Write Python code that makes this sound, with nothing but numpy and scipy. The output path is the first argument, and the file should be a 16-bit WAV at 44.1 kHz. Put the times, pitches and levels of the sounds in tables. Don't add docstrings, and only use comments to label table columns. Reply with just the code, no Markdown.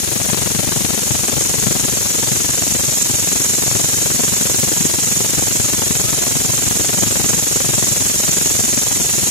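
import sys
import numpy as np
from scipy import signal
from scipy.fft import rfft, irfft, next_fast_len
from scipy.io import wavfile
from scipy.ndimage import uniform_filter1d, map_coordinates

SR = 44100
rng = np.random.default_rng(int(sys.argv[2]) if len(sys.argv) > 2 else 0)


def int16_out(signal):
    q = np.round(np.clip(np.atleast_2d(signal).T, -1, 1) * 32767)
    wavfile.write(sys.argv[1], SR, q.astype(np.int16))


def rack_gain(trim_db):
    fader = np.asarray(trim_db, float)
    return 10 ** (fader / 20)


N = 410130


def unit(x):
    return x / np.sqrt(np.mean(x ** 2, axis=-1, keepdims=True) + 1e-20)


def columns(rows, at):
    first, *cols = np.transpose(rows)
    return np.array([np.interp(at, first, c) for c in cols])


def filtered(x, response):
    m = next_fast_len(N + SR // 4)
    return irfft(rfft(x, m) * response(np.fft.rfftfreq(m, 1 / SR)), m)[..., :N]


def coloured(x, spectrum):
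    f, *sides = np.transpose(spectrum)

    def response(hz):
        return rack_gain(np.array([np.interp(np.log(hz + 1), np.log(f), s) for s in sides]))
    return filtered(x, response)


def wobble(rate, channels=2):
    knots = rng.standard_normal((channels, int(N * rate / SR) + 4))
    places = np.arange(N) * rate / SR
    return np.array([map_coordinates(k, [places], order=1) for k in knots])


def hump(strokes, centre, width):
    return np.exp(-(((strokes - centre + .5) % 1 - .5) / width) ** 2)


def panned(level_db, pan_db):
    ratio = rack_gain(pan_db)
    return 2 * rack_gain(level_db) * np.array([ratio, np.ones(N)]) / np.sqrt(1 + ratio ** 2)


# time in seconds, lead in strokes.
HURRIES = [(0, .045), (1.5, -.05), (1.95, .03), (2.55, -.04), (3.1, .02), (3.5, -.025), (4.2, .01),
           (4.85, -.055), (5.4, .02), (6.1, .04), (6.45, -.025), (7.75, .065), (8.25, -.04), (8.55, .015),
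           (9.0, -.09), (9.3, .02)]


def wing_strokes():
    t = np.arange(N) / SR
    start_hz, slowing_hz_per_s = 23.384, .13955
    return .588 + (start_hz - slowing_hz_per_s * t / 2) * t + columns(HURRIES, t)[0]


# time in seconds, level in dB, clearness of the overtones in dB.
SONG_LEVELS = [(0, -25, 4.5), (.9, -23.5, -2), (1.7, -22, 1), (2.8, -21.5, 4.5), (3.45, -20.5, 10.5),
               (4.5, -20.5, 8), (5.2, -21, 5.5), (6.9, -21.5, 5.5), (7.9, -20.5, 9.5), (8.5, -19.5, 10),
               (9.0, -21.5, 8.5), (9.3, -20, 11)]


def song(strokes):
    t = np.arange(N) / SR
    level_db, clear_db = columns(SONG_LEVELS, t)
    high_db = -7 - 1.74 * (level_db - level_db.mean()) - .31 * clear_db
    pan_start_db, pan_end_db, swing_s = 5.5, -4, 2.8
    pan_db = pan_end_db + (pan_start_db - pan_end_db) * np.exp(-t / swing_s)
    high_pan_db = -2.5 + .4 * clear_db

    def below(f):
        return 1 / (1 + (f / 8250) ** 24)
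    noise = rasp(strokes)
    low = unit(filtered(noise, below))
    high = unit(filtered(noise, lambda f: 1 - below(f)))
    low = rack_gain([[-3.5], [-4]]) * low + rack_gain([[-4], [-4.5]]) * main_runs(strokes)
    high = rack_gain([[-5], [-5.5]]) * high + rack_gain([[-7.5], [-9]] + clear_db) * overtone_runs(strokes)
    wings = panned(level_db, pan_db) * low + panned(level_db + high_db, high_pan_db) * high
    return leaf_echo(wings) + hiss(strokes, level_db)


# centre in strokes, length in strokes, tooth rate in Hz,
# glide in Hz, left level in dB, right level in dB.
MAIN_RUNS = [
    (.06, .14, 5950, -250, -6, -16),
    (.21, .13, 6750, 200, -4, -5),
    (.32, .14, 6050, 300, -4, -15),
    (.43, .12, 6700, 100, -8, -6),
    (.56, .22, 7300, 100, -6, 0),
    (.64, .24, 7780, 50, -12, -5),
    (.67, .11, 5650, 100, -5, -8),
    (.71, .09, 6200, 600, -6, -9),
    (.80, .21, 6800, 90, 0, -1),
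    (.93, .09, 6100, -300, -9, -14),
]


def main_runs(strokes):
    return tooth_runs(MAIN_RUNS, strokes, scatter_db=0.3, own_db=1.5, slip=0.0148, rough=0.00812)


# centre in strokes, length in strokes, pitch in Hz,
# glide in Hz, left level in dB, right level in dB.
OVERTONE_RUNS = [(.07, .16, 10130, -50, 0, -3), (.30, .14, 10100, 100, -3, -6),
                 (.52, .16, 10050, 150, -3, -6), (.35, .12, 8750, 200, -5, -4), (.61, .08, 8800, 0, -5, -4),
                 (.68, .14, 11100, -250, 1, -1), (.97, .1, 9900, 300, -5, -9)]


def overtone_runs(strokes):
    return tooth_runs(OVERTONE_RUNS, strokes, scatter_db=0.0, own_db=2.5, slip=0.017, rough=0.00545)


def tooth_runs(runs, strokes, scatter_db, own_db, slip, rough):
    out, count = np.zeros((2, N)), int(strokes[-1]) + 2
    for centre, length, hz, glide, left_db, right_db in runs:
        whole = np.floor(strokes - centre + .5).astype(int) + 1
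        late, sharp, big, near, far = rng.standard_normal((count + 1, 5))[whole].T
        u = (strokes - whole + 1 - centre - slip * late) / length
        uneven = 1 + .004 * sharp + rough * wobble(600, channels=1)[0]
        pitch = hz * uneven + glide * np.clip(u, -1, 1)
        turn = 2 * np.pi * np.cumsum(pitch) / SR
        swell = np.cos(np.pi * np.clip(u / 0.92, -.5, .5)) ** 2 * rack_gain(scatter_db * big)
        out[0] += swell * rack_gain(left_db + own_db * near) * np.sin(turn + left_lead(hz))
        out[1] += swell * rack_gain(right_db + own_db * far) * np.sin(turn)
    return unit(out)


# frequency in Hz, left lead in radians.
MICROPHONE_LEAD = [(5900, 2.1), (6800, .9), (7400, 2.4), (8800, 2.7), (10100, 3.2), (11100, 1.6),
                   (12500, 2.6)]


def left_lead(hz):
    return columns(MICROPHONE_LEAD, hz)[0]


# frequency in Hz, width in Hz, level in dB.
LEFT_RESONANCES = [(5680, 760, -5), (6640, 470, -2.5), (7100, 170, 0), (7600, 1500, -4), (9150, 1100, -1),
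                   (10900, 600, 4.5), (10300, 850, -4), (12300, 1000, -31)]
RIGHT_RESONANCES = [(5550, 180, -4.5), (6650, 480, 5.5), (6677, 115, 8), (7400, 350, 6), (7690, 970, 4),
                    (8220, 520, 3), (9700, 680, -4.5), (10400, 530, -46)]


def rasp(strokes):
    reopening_db = -hump(strokes, .93, .15)
    push = rack_gain(reopening_db + 4.5 * wobble(150, channels=3))
    shared, *own = push * rng.standard_normal((3, N))
    shared = [filtered(shared, lambda f: np.exp(1j * left_lead(f))), shared]
    alike = 0.43
    teeth = np.sqrt(alike) * np.array(shared) + np.sqrt(1 - alike) * np.array(own)

    def ring(f, modes):
        total = 0
        for k, (c, w, db) in enumerate(modes):
            total = total + (-1) ** k * rack_gain(db) * 1j * f * w / (c * c - f * f + 1j * f * w)
        return total

    def body(f):
        sides = np.abs([ring(f, LEFT_RESONANCES), ring(f, RIGHT_RESONANCES)])
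        return sides / (1 + (5300 / (f + 1)) ** 16)
    return filtered(teeth, body)


# delay in
# seconds, level in dB.
LEAF_ECHOES = [(.00372, -14), (.003125, -8)]


def leaf_echo(wings):
    def response(f):
        return np.array([1 - rack_gain(db) * np.exp(-2j * np.pi * f * s) for s, db in LEAF_ECHOES])
    return filtered(wings, response)


# frequency in Hz, left and right levels in dB per Hz.
HISS_COLOUR = [(1340, -12.5, -16.5), (2510, -7.5, -10), (4120, -4, -4), (5300, -1.5, -5),
               (8060, -2.5, -4.5), (11400, -2.5, -4.5), (15300, -7.5, -12.5), (15900, -12, -19)]


def hiss(strokes, level_db):
    swell_db = 0.65 * (level_db + 22.5) - 1.8 * hump(strokes, .93, .15)
    return rack_gain(-14 + swell_db) * coloured(rng.standard_normal((2, N)), HISS_COLOUR)


# time in seconds, level in dB.
FLUTTER_LEVELS = [(0.0, -29), (0.39, -24), (0.57, -28), (0.6, -25.5), (3.37, -28.5), (4.04, -27),
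                  (4.87, -28), (7.33, -26), (7.46, -28), (8.26, -27.5), (9.2, -29), (9.3, -28)]


def flutter(strokes):
    whole = strokes.astype(int)
    strokes = strokes - np.array([[0], [.028]])
    level_db = columns(FLUTTER_LEVELS, np.arange(N) / SR)[0] - 3.5
    pan_db = 11 + 2 * (level_db - level_db.mean())
    mix = rack_gain(1.57) * crackle(strokes, whole) + rack_gain([[-11], [-17]]) * jolts(strokes)
    mix = mix + rack_gain([[-7], [-7.5]]) * rumble()
    return rack_gain(3.0) * panned(level_db, pan_db) * mix


# centre in strokes, width in strokes, thump in dB, crackle in dB.
SCRAPER_PUSHES = [
    (.09, 0.18, -7, -8),
    (.41, 0.18, 0.5, -0.6),
    (.70, 0.13, -3, -4),
]
# frequency in Hz, left and right levels in dB per Hz.
CRACKLE_COLOUR = [(30, -43, -55), (60, -9, -19), (113, 0.5, 3.5), (343, -3.5, 0), (1200, -14.5, -7),
                  (2670, -17, -2), (4320, -16, -9.5), (8900, -49, -26)]


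def crackle(strokes, whole):
    thump = sharp = rack_gain(-16)
    for centre, width, thump_db, sharp_db in SCRAPER_PUSHES:
        thump = thump + rack_gain(thump_db) * hump(strokes, centre, width)
        sharp = sharp + rack_gain(sharp_db) * hump(strokes, centre, 0.67 * width)
    effort = rng.standard_normal((whole[-1] + 1, 2))[whole].T
    early, longer = .042 * rng.standard_normal((whole[-1] + 1, 2))[whole].T
    closing = 1 / (1 + ((strokes % 1 - .576 + early) / (.27 + longer / 2)) ** 20)
    grain_db = 0.5 * effort + 2.74 * wobble(350) - 9.5 * (1 - closing)
    grains = rack_gain(grain_db) * rng.standard_normal((2, N))

    def below(f):
        return 1 / (1 + (f / 550) ** 2)
    burst = filtered(thump * grains, below)
    burst = burst + filtered(rack_gain(-0.46) * sharp * grains, lambda f: 1 - below(f))
    return unit(coloured(burst, CRACKLE_COLOUR))


STROKE_JOLTS = [
    (0.388, 0.92),
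    (0.592, 0.9),
    (.77, 0.79),
]


def jolts(strokes):
    bumps = sum(size * hump(strokes, centre, 0.036) for centre, size in STROKE_JOLTS)
    return unit(filtered(bumps, lambda f: 1 / (1 + 45 / (1j * f + 1e-3)) ** 4))


# frequency in Hz, left and right levels in dB per Hz.
RUMBLE_COLOUR = [(28, -60, -55), (44.4, -12, -10), (90, -5, 10), (366, -15, 13), (734, -56, 0),
                 (1330, -20.5, -20), (3000, -16, -17), (6000, -23, -47)]


def rumble():
    return unit(coloured(rng.standard_normal((2, N)), RUMBLE_COLOUR))


# time in seconds, pitch in Hz.
CRY_PITCH = [(5.9, 530), (6.05, 615), (6.12, 675), (6.22, 695), (6.33, 680), (6.42, 745), (6.56, 750)]


def cry():
    t = np.arange(N) / SR
    pitch, hoarse = columns(CRY_PITCH, t)[0], wobble(60)
    turn = 2 * np.pi * np.cumsum(pitch * (1 + .01 * hoarse[0])) / SR
    fade_s, throat_hz, throat_width_hz = .06, 1280, 40
    shape = np.clip(np.minimum(t - CRY_PITCH[0][0], CRY_PITCH[-1][0] - t) / fade_s, 0, 1)
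    second = rack_gain(4) / (1 + ((2 * pitch - throat_hz) / throat_width_hz) ** 2)
    return rack_gain(-39.5) * shape * (rack_gain(3 * hoarse[1]) * np.sin(turn) + second * np.sin(2 * turn))


# frequency in Hz, threshold in dB.
SURVIVAL = [(1500, -30), (2600, -2.2), (4800, -.6), (5400, -4), (6000, -16), (7800, -12), (8500, -3),
            (15500, -.4)]


def thinned(x):
    middle_side = np.array([x[0] + x[1], x[0] - x[1]]) / 2
    hz, t, z = signal.stft(middle_side, SR, window="cosine", nperseg=2048, noverlap=1024)
    band = np.minimum(np.arange(len(hz)) // 5 * 5 + 2, len(hz) - 1)
    pair = np.minimum(np.arange(len(t)) // 2 * 2 + 1, len(t) - 1)
    power = uniform_filter1d(uniform_filter1d(np.abs(z) ** 2, size=5, axis=1), size=2, axis=2)
    power = power[:, band][..., pair]
    busy = uniform_filter1d(power.sum(axis=(0, 1)), size=30)
    around = uniform_filter1d(power, size=40, axis=1) * (busy / busy.mean()) ** .4
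    top_hz = 15270 + 200 * np.repeat(rng.standard_normal(len(t)), repeats=2)[:len(t)]
    strong = power > around * rack_gain(2 * columns(SURVIVAL, hz)[0])[:, None]
    keep = strong & (hz[:, None] < top_hz)
    mid, side = signal.istft(z * keep, SR, window="cosine", nperseg=2048, noverlap=1024)[1][:, :N]
    return np.array([mid + side, mid - side])


def scene():
    strokes = wing_strokes()
    return song(strokes) + flutter(strokes) + cry()


def band_limit(x):
    return signal.sosfilt(signal.butter(12, 15750, fs=SR, output="sos"), x)


def record(dry):
    x = dry / (1 + np.abs(dry / 1.02) ** 8) ** (1 / 8)
    mix = thinned(x)
    return band_limit(mix)


dry = scene()
out = record(dry)
int16_out(out)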